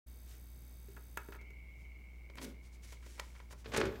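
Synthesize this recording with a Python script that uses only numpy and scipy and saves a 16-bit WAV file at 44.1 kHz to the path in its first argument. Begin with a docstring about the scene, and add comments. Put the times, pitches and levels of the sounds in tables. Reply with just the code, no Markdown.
"""A disc player on a wooden floor in a small room, over a mains hum. Its lens servo buzzes with every
turn of the disc until a finger clicks the eject button; the spindle is then braked in chirps that
come ever more slowly. Meanwhile a plastic case is dragged off the lid, handled and snapped open.
Last, the tray unlocks with a clatter and starts to roll out."""
import sys
import numpy as np
from scipy import signal
from scipy.fft import rfft, irfft, next_fast_len
from scipy.io import wavfile

SR = 44100
rng = np.random.default_rng(int(sys.argv[2]) if len(sys.argv) > 2 else 0)


def wav_record(signal):
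    """Record a signal, one row per channel, as 16-bit PCM in the file named by sys.argv[1]."""
    frames = np.transpose(np.atleast_2d(signal))
    bounded = np.clip(frames, -1, 1)
    # unit amplitude maps onto the largest positive 16-bit level
    quanta = np.round(bounded * 32767).astype(np.int16)
    wavfile.write(sys.argv[1], SR, quanta)


N = 176400
TIME = np.arange(N) / SR
START_S, CHIRP_LEAD_S, CUTOFF_HZ = 0.061, 0.006, 15850


def from_db(db):
    """Decibels to gain."""
    return 10 ** (np.asarray(db) / 20)


def unit_rms(x):
    """Scale to rms 1."""
    return x / np.sqrt(np.mean(x ** 2) + 1e-20)


def coloured(x, points):
    """Minimum-phase filter through (frequency [Hz], gain [dB]) points."""
    size = next_fast_len(len(x) + 4096, real=True) // 2 * 2
    hz, db = np.transpose(sorted(points))
    curve_db = np.interp(np.log(np.fft.rfftfreq(size, 1 / SR) + 1), np.log(hz), db)
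    cepstrum = irfft(np.log(from_db(curve_db)))
    cepstrum[1:size // 2] *= 2
    cepstrum[size // 2 + 1:] = 0
    return irfft(rfft(x, size) * np.exp(rfft(cepstrum)))[:len(x)]


def gate(on_s, off_s=np.inf, fade_s=0.011):
    """1 between two times, with linear fades."""
    return np.clip((TIME - on_s) / fade_s, 0, 1) * np.clip((off_s - TIME) / fade_s, 0, 1)


def swell(centre_s, sigma_s):
    """Gaussian envelope."""
    return np.exp(-.5 * ((TIME - centre_s) / sigma_s) ** 2)


def add(out, at_s, sound):
    """Mix a short sound in at a time."""
    i = min(max(int(at_s * SR), 0), N)
    out[i:i + len(sound)] += sound[:N - i]


def grit(size, spread_db):
    """Dense tiny contacts of uneven strength; rms 1."""
    strength = np.repeat(np.clip(rng.standard_normal(size // 16 + 1), -2, 2), 16)[:size]
    return unit_rms(rng.standard_normal(size) * from_db(spread_db * strength))


def body(x, modes):
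    """Direct sound plus the modes it sets ringing."""
    out = x.copy()
    for hz, db, t60_s in modes:
        r = np.exp(-np.log(1000) / (t60_s * SR))
        feedback = [1, -2 * r * np.cos(2 * np.pi * hz / SR), r * r]
        out += from_db(db) * (1 - r * r) / 2 * signal.lfilter([1, 0, -1], feedback, x + 1e-18)
    return out


def chirp(hz, db, sigma_s, glide_hz_per_s):
    """Gliding Gaussian tone burst, centred CHIRP_LEAD_S into its buffer."""
    t = np.arange(-CHIRP_LEAD_S, CHIRP_LEAD_S, 1 / SR)
    cycles = hz * t + glide_hz_per_s * t * t / 2 + rng.random()
    return from_db(db) * np.exp(-.5 * (t / sigma_s) ** 2) * np.sin(2 * np.pi * cycles)


def blows(rows, attack_s, grit_db, low_db, top_db):
    """Each blow is a dying flurry of tiny contacts, whitened, then coloured by its hardness."""
    out, t = np.zeros(N), np.arange(SR // 8) / SR
    for at_s, db, bass_db, presence_db, treble_db, decay_s in rows:
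        envelope = (1 - np.exp(-t / attack_s)) * np.exp(-t / decay_s)
        flurry = grit(len(t), grit_db) * envelope
        white = irfft(np.exp(1j * np.angle(rfft(flurry))), len(t))
        edge_db = (presence_db + treble_db) / 2 + 4.5  # bright edge of hard plastic
        colour = [(100.25, bass_db + low_db), (401, bass_db), (802, min(bass_db, 0) / 2 - 3),
                  (1620, 0), (4860, presence_db), (6440, edge_db),
                  (10200, treble_db), (CUTOFF_HZ, treble_db + top_db)]
        blow = coloured(white * (1 - t / t[-1]) ** 2, colour)
        onset_rms = np.sqrt(np.sum(blow ** 2) / (decay_s * SR / 2))
        add(out, at_s, from_db(db) * blow / onset_rms)
    return out


# mains partials: (frequency [Hz], rms level [dB])
HUM_PARTIALS = [(59.5, -52), (119, -72.5), (179, -75.5), (238, -78.5), (297, -81.5), (357, -82)]
# room noise: (frequency [Hz], gain [dB])
NOISE_COLOUR = [(15, -22.5), (25, -16.5), (48, -8.5), (69, -7), (89, -14), (110, -13), (684, -30.5),
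                (871, -31.5), (1270, -36.5), (1850, -38.5), (2170, -33.5), (2490, -38), (3440, -42),
                (11500, -48.5), (15500, -43)]


def background(noise_db=-62.5):
    """Mains hum and room noise."""
    hum = sum(np.sqrt(2) * from_db(db) * np.sin(2 * np.pi * (hz * TIME + rng.random()))
              for hz, db in HUM_PARTIALS)
    return hum + from_db(noise_db) * unit_rms(coloured(rng.standard_normal(N), NOISE_COLOUR))


# disc flaws: (position [turns], pitch [Hz], level [dB], glide [Hz/s])
DISC_FLAWS = [(.02, 10140, -61, -900000), (.31, 4600, -63, 60000), (.315, 8040, -75, 100000),
              (0.314, 11800, -66, -500000), (.455, 12000, -56.5, 600000), (.47, 7900, -62.5, 200000),
              (.497, 13800, -61, 30000), (.515, 11600, -65.5, -1000000), (.535, 8670, -63, -150000),
              (.965, 13500, -59, 20000), (.975, 8300, -60, 300000)]
# servo hiss: (frequency [Hz], gain [dB])
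SERVO_COLOUR = [(1500, -5.5), (2200, 0.5), (2900, -15), (3450, -4.5), (3700, 3.5), (4150, -16.5),
                (4700, -1), (5400, -8.5), (5950, -5), (6280, 4), (6650, -6), (7100, -9.5), (8400, -3),
                (9400, -13), (11000, -3), (15500, -1.5)]


def servo(turn_s=0.029842, first_turn_s=0.0403, off_s=1.376, hiss_db=-67.5):
    """The lens follows the same roughness and is jolted by the same flaws on every turn."""
    turn_samples = int(turn_s * SR)
    roughness = np.resize(rng.standard_normal(turn_samples), N) + 0.3 * rng.standard_normal(N)
    out = from_db(hiss_db) * unit_rms(coloured(roughness, SERVO_COLOUR))
    for position, hz, db, glide in DISC_FLAWS:
        jolt = chirp(hz, db, sigma_s=0.00049, glide_hz_per_s=glide)
        for turn_start_s in np.arange(first_turn_s, off_s, turn_samples / SR):
            at_s = turn_start_s + position * turn_s
            add(out, at_s - CHIRP_LEAD_S, jolt * from_db(rng.normal(0, 1)))
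    return out * gate(START_S, off_s)


# strokes: (centre [s], sigma [s], level [dB])
RUB_STROKES = [(.32, 0.036, -64), (.92, 0.013, -71), (1.81, 0.034, -76.5), (2.66, 0.02, -67.5),
               (2.744, 0.017, -67), (2.845, 0.01, -61.5), (2.903, 0.045, -63), (3.08, 0.048, -70),
               (3.134, 0.055, -67), (3.24, 0.047, -69.5), (3.36, 0.075, -70.5), (3.52, 0.011, -58.5),
               (3.599, 0.02, -66), (3.69, 0.02, -66.5)]
# friction: (frequency [Hz], gain [dB])
RUB_COLOUR = [(300, 2), (900, -3.5), (2000, 5), (4000, 3.5), (6500, 5), (10000, 0), (16000, -10.5)]


def rubs():
    """Skin and sleeve rub in soft strokes of fine friction."""
    envelope = sum(from_db(db) * swell(centre_s, sigma_s) for centre_s, sigma_s, db in RUB_STROKES)
    return envelope * unit_rms(coloured(grit(N, spread_db=2.5), RUB_COLOUR))


# finger and button: (time [s], level [dB], bass [dB], presence [dB], treble [dB], decay [s])
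BUTTON_BLOWS = [(.884, -54, 22, -4, -16, 0.0097), (.966, -52, -4, -22, -26, 0.0065),
                (1.1715, -33.5, -9, -20, -19, 0.0036), (1.286, -46, 13.5, -23, -21, 0.008),
                (1.322, -52.5, -7, -15, -31, 0.013), (1.345, -54.5, -3, -19, -41, 0.014),
                (1.412, -58.5, 7, -6, -15, 0.0081), (1.505, -57.5, 14, -6, -11, .005)]
# front panel: (frequency [Hz], gain [dB], t60 [s])
PANEL_MODES = [(405, 7.5, .03), (608, 1.5, 0.062), (927, 9, 0.037), (1120, -3, 0.15), (1285, 5, 0.15),
               (1396, 11, 0.054), (1677, 5.5, 0.065), (1915, -1, 0.088), (2240, -4, 0.065),
               (2583, 6, 0.049), (6460, 5, 0.032)]


def eject_button():
    """Finger taps and the button's click ring the front panel."""
    return body(blows(BUTTON_BLOWS, attack_s=0.00028, grit_db=6, low_db=4, top_db=7), PANEL_MODES)


# braking: (time [s], chirp rate [1/s], level [dB])
SPIN_DOWN = [(1.38, 182, -57), (1.699, 170, -58), (2.0, 137, -58.5), (2.299, 107, -57.5), (2.55, 89, -60),
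             (2.849, 75, -60.5), (3.101, 36, -59), (3.502, 31, -60)]


def spindle(chirp_hz=2201, overtone_hz=2650, brake_start_s=1.385, brake_cycle_s=0.05):
    """Each commutation of the slowing motor chirps while the pulsed brake is on; the pauses grow."""
    times_s, rates, levels_db = np.transpose(SPIN_DOWN)
    steps = np.floor(np.cumsum(np.interp(TIME, times_s, rates, left=0, right=0)) / SR)
    commutations_s = np.append(times_s[0] + CHIRP_LEAD_S, TIME[1:][np.diff(steps) > 0])
    duty = 0.91 - 0.1 * (commutations_s - times_s[0])
    braking = (commutations_s - brake_start_s) / brake_cycle_s % 1 < duty
    shape = dict(sigma_s=0.0018, glide_hz_per_s=-32000)
    out = np.zeros(N)
    for at_s in commutations_s[braking]:
        db = np.interp(at_s, times_s, levels_db) + rng.normal(0, 2.46)
        overtone = chirp(overtone_hz * (1 + rng.exponential(0.052)), db - 15.5, **shape)
        add(out, at_s - CHIRP_LEAD_S, chirp(chirp_hz, db, **shape) + overtone)
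    return out


# knocks and snaps: (time [s], level [dB], bass [dB], presence [dB], treble [dB], decay [s])
CASE_BLOWS = [(2.299, -51.5, 15, -4, -27, 0.0034), (2.355, -51, -10, -15, -7, 0.0015),
              (2.372, -55.5, -2, -9, -20, 0.017), (2.382, -48.5, -3, -4.5, -43, 0.011),
              (2.415, -50.5, 1, -2, -21, .009), (2.922, -53, 6, -3, -7, 0.013),
              (3.025, -65, -20, -18, -23, 0.029), (3.062, -52.5, 12, -7, -12, 0.0049),
              (3.178, -60, -4, -16, -16, 0.016), (3.193, -48, 7, -7, -43, 0.0029),
              (3.1965, -34.5, -4.5, -6.5, -16.5, 0.003), (3.35, -65, -20, -15, -26, 0.045),
              (3.401, -52.5, -0.5, -13, -47, 0.0039), (3.507, -57, 1, -15, -31, .008),
              (3.525, -52, 5, -18, -14, .007)]
# plastic case: (frequency [Hz], gain [dB], t60 [s])
CASE_MODES = [(594, 1.9, 0.019), (973, 7.9, 0.018), (1370, 2, .07), (1937, 2.6, 0.036), (2340, 0.75, 0.017),
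              (3150, 1, 0.038)]


def case_knocks():
    """The plastic case rings as it is handled and snapped open."""
    return body(blows(CASE_BLOWS, attack_s=0.00049, grit_db=-1.5, low_db=-15, top_db=-5), CASE_MODES)


# scrape envelope: (time [s], level [dB])
SCRAPE_LEVELS = [(2.34, -95), (2.375, -65), (2.40, -72), (2.418, -53.5), (2.45, -48.5), (2.46, -67),
                 (2.51, -67), (2.56, -102)]
# scrape: (frequency [Hz], gain [dB])
SCRAPE_COLOUR = [(300, -9), (1500, 2), (3000, 0), (6000, 1), (11000, -1), (16000, -10)]
# lid drumming: (frequency [Hz], gain [dB])
LID_COLOUR = [(90, -29), (160, 0), (230, 5.5), (400, -4.5), (700, -12), (2000, -31)]
# chassis, also rung by the tray: (frequency [Hz], gain [dB], t60 [s])
CHASSIS_MODES = [(111.7, 16.4, 0.19), (132, 7, 0.26), (214.9, 10, 0.28), (256.2, 8, 0.5), (325, 2.3, .3),
                 (384.4, 5.9, 0.24), (438, 10.6, 0.15), (504.7, 7.5, 0.65), (564, 3.5, 0.37),
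                 (1095, 3.5, .15), (1176, -5, 0.3), (1477, 2.4, 0.14), (1695, 0.67, 0.16),
                 (2445, 0.93, 0.062)]


def case_drag(drum_db=-50):
    """The case scrapes over the lid, which drums as the case tips off it."""
    times_s, levels_db = np.transpose(SCRAPE_LEVELS)
    envelope = from_db(np.interp(TIME, times_s, levels_db)) * gate(times_s[0], times_s[-1])
    scrape = envelope * unit_rms(coloured(grit(N, spread_db=4.5), SCRAPE_COLOUR))
    tipping = swell(centre_s=2.445, sigma_s=0.047)
    lid = body(coloured(grit(N, spread_db=6.5), LID_COLOUR), CHASSIS_MODES)
    drum = unit_rms(tipping * lid) * np.sqrt(np.mean(tipping ** 2))
    return scrape + from_db(drum_db) * drum


# tray mechanism: (time [s], level [dB], bass [dB], presence [dB], treble [dB], decay [s])
LATCH_BLOWS = [(3.644, -55.5, -13, -13, -27, 0.014), (3.657, -46.5, 7.5, -5.5, -44, 0.0099),
               (3.718, -47.5, 2, -12, -27, 0.042), (3.735, -38.5, -1, -14, -23, 0.017),
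               (3.744, -34, 3.5, -11.5, -29, .011), (3.763, -30, 2, -11, -18.5, 0.0073),
               (3.7725, -33, -17, 3, 1, .005), (3.778, -29.5, 14.5, -8, -32, 0.0075),
               (3.801, -35.5, -3, -17, -20, 0.0072), (3.8128, -26, 4.5, -14, -43, 0.0048),
               (3.838, -37.5, 24, -8, -23, 0.014), (3.853, -38.5, -1, -13, -22.5, 0.0066),
               (3.864, -38.5, 16, -11, -31, 0.013), (3.92, -53.5, -2, -22, -31, 0.018),
               (3.955, -50.5, -7, -18, -33, 0.0088)]
# gear noise: (frequency [Hz], gain [dB])
GEAR_COLOUR = [(53, -34), (90, -2), (439, -3.5), (659, -5.5), (1650, -17), (1920, -22), (3350, -15.5),
               (10900, -32), (13200, -19), (15000, -33)]


def tray(gear_db=-54, drop_hz=66.6, drop_db=-47, drop_decay_s=0.052, whine_hz=13100, whine_db=-84):
    """The latch clatters, gears roll, the drive drops on its rubber mounts and the motor whines."""
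    latch = body(blows(LATCH_BLOWS, attack_s=0.0015, grit_db=2, low_db=-12, top_db=-16), CHASSIS_MODES)
    rolling = body(coloured(grit(N, spread_db=2), GEAR_COLOUR), CHASSIS_MODES)
    gears = from_db(gear_db) * gate(on_s=3.65, fade_s=0.043) * unit_rms(rolling)
    drop_age_s = np.maximum(TIME - 3.795, 0)
    bounce = drop_age_s / drop_decay_s * np.exp(1 - drop_age_s / drop_decay_s)
    drop = from_db(drop_db) * bounce * np.sin(2 * np.pi * drop_hz * drop_age_s)
    narrow_noise = signal.lfilter(*signal.iirpeak(whine_hz, Q=35, fs=SR), rng.standard_normal(N))
    whine = from_db(whine_db) * gate(on_s=3.86) * unit_rms(narrow_noise)
    return latch + gears + drop + whine


# reverberation: (frequency [Hz], gain [dB])
ROOM_COLOUR = [(100, -7), (450, 0.5), (1500, -1.5), (5000, -6.5), (14000, -18.5)]


def room(x, delay_s=0.012, t60_s=0.3, gain_db=-3.5):
    """The small room's diffuse, dull tail."""
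    t = TIME[:SR // 2]
    tail = rng.standard_normal(len(t)) * np.exp(-np.log(1000) * t / t60_s) * (t > delay_s)
    wet = signal.fftconvolve(x, tail / np.linalg.norm(tail))[:N]
    return from_db(gain_db) * coloured(wet, ROOM_COLOUR)


def scene():
    """Mono mix, heard from above the player."""
    button, case = eject_button(), case_knocks()
    drive = servo() + spindle()
    friction_and_tray = case_drag() + rubs() + tray()
    direct = drive + button + case + friction_and_tray
    room_send = from_db(-1) * drive + from_db(-4) * button + from_db(-5.5) * case + friction_and_tray
    mix = direct + room(room_send) + background()
    return (mix * gate(START_S))[None]


def record(dry):
    """Steep elliptic low-pass."""
    return signal.sosfilt(signal.ellip(12, .1, 70, CUTOFF_HZ, fs=SR, output="sos"), dry)


dry = scene()
out = record(dry)
wav_record(out)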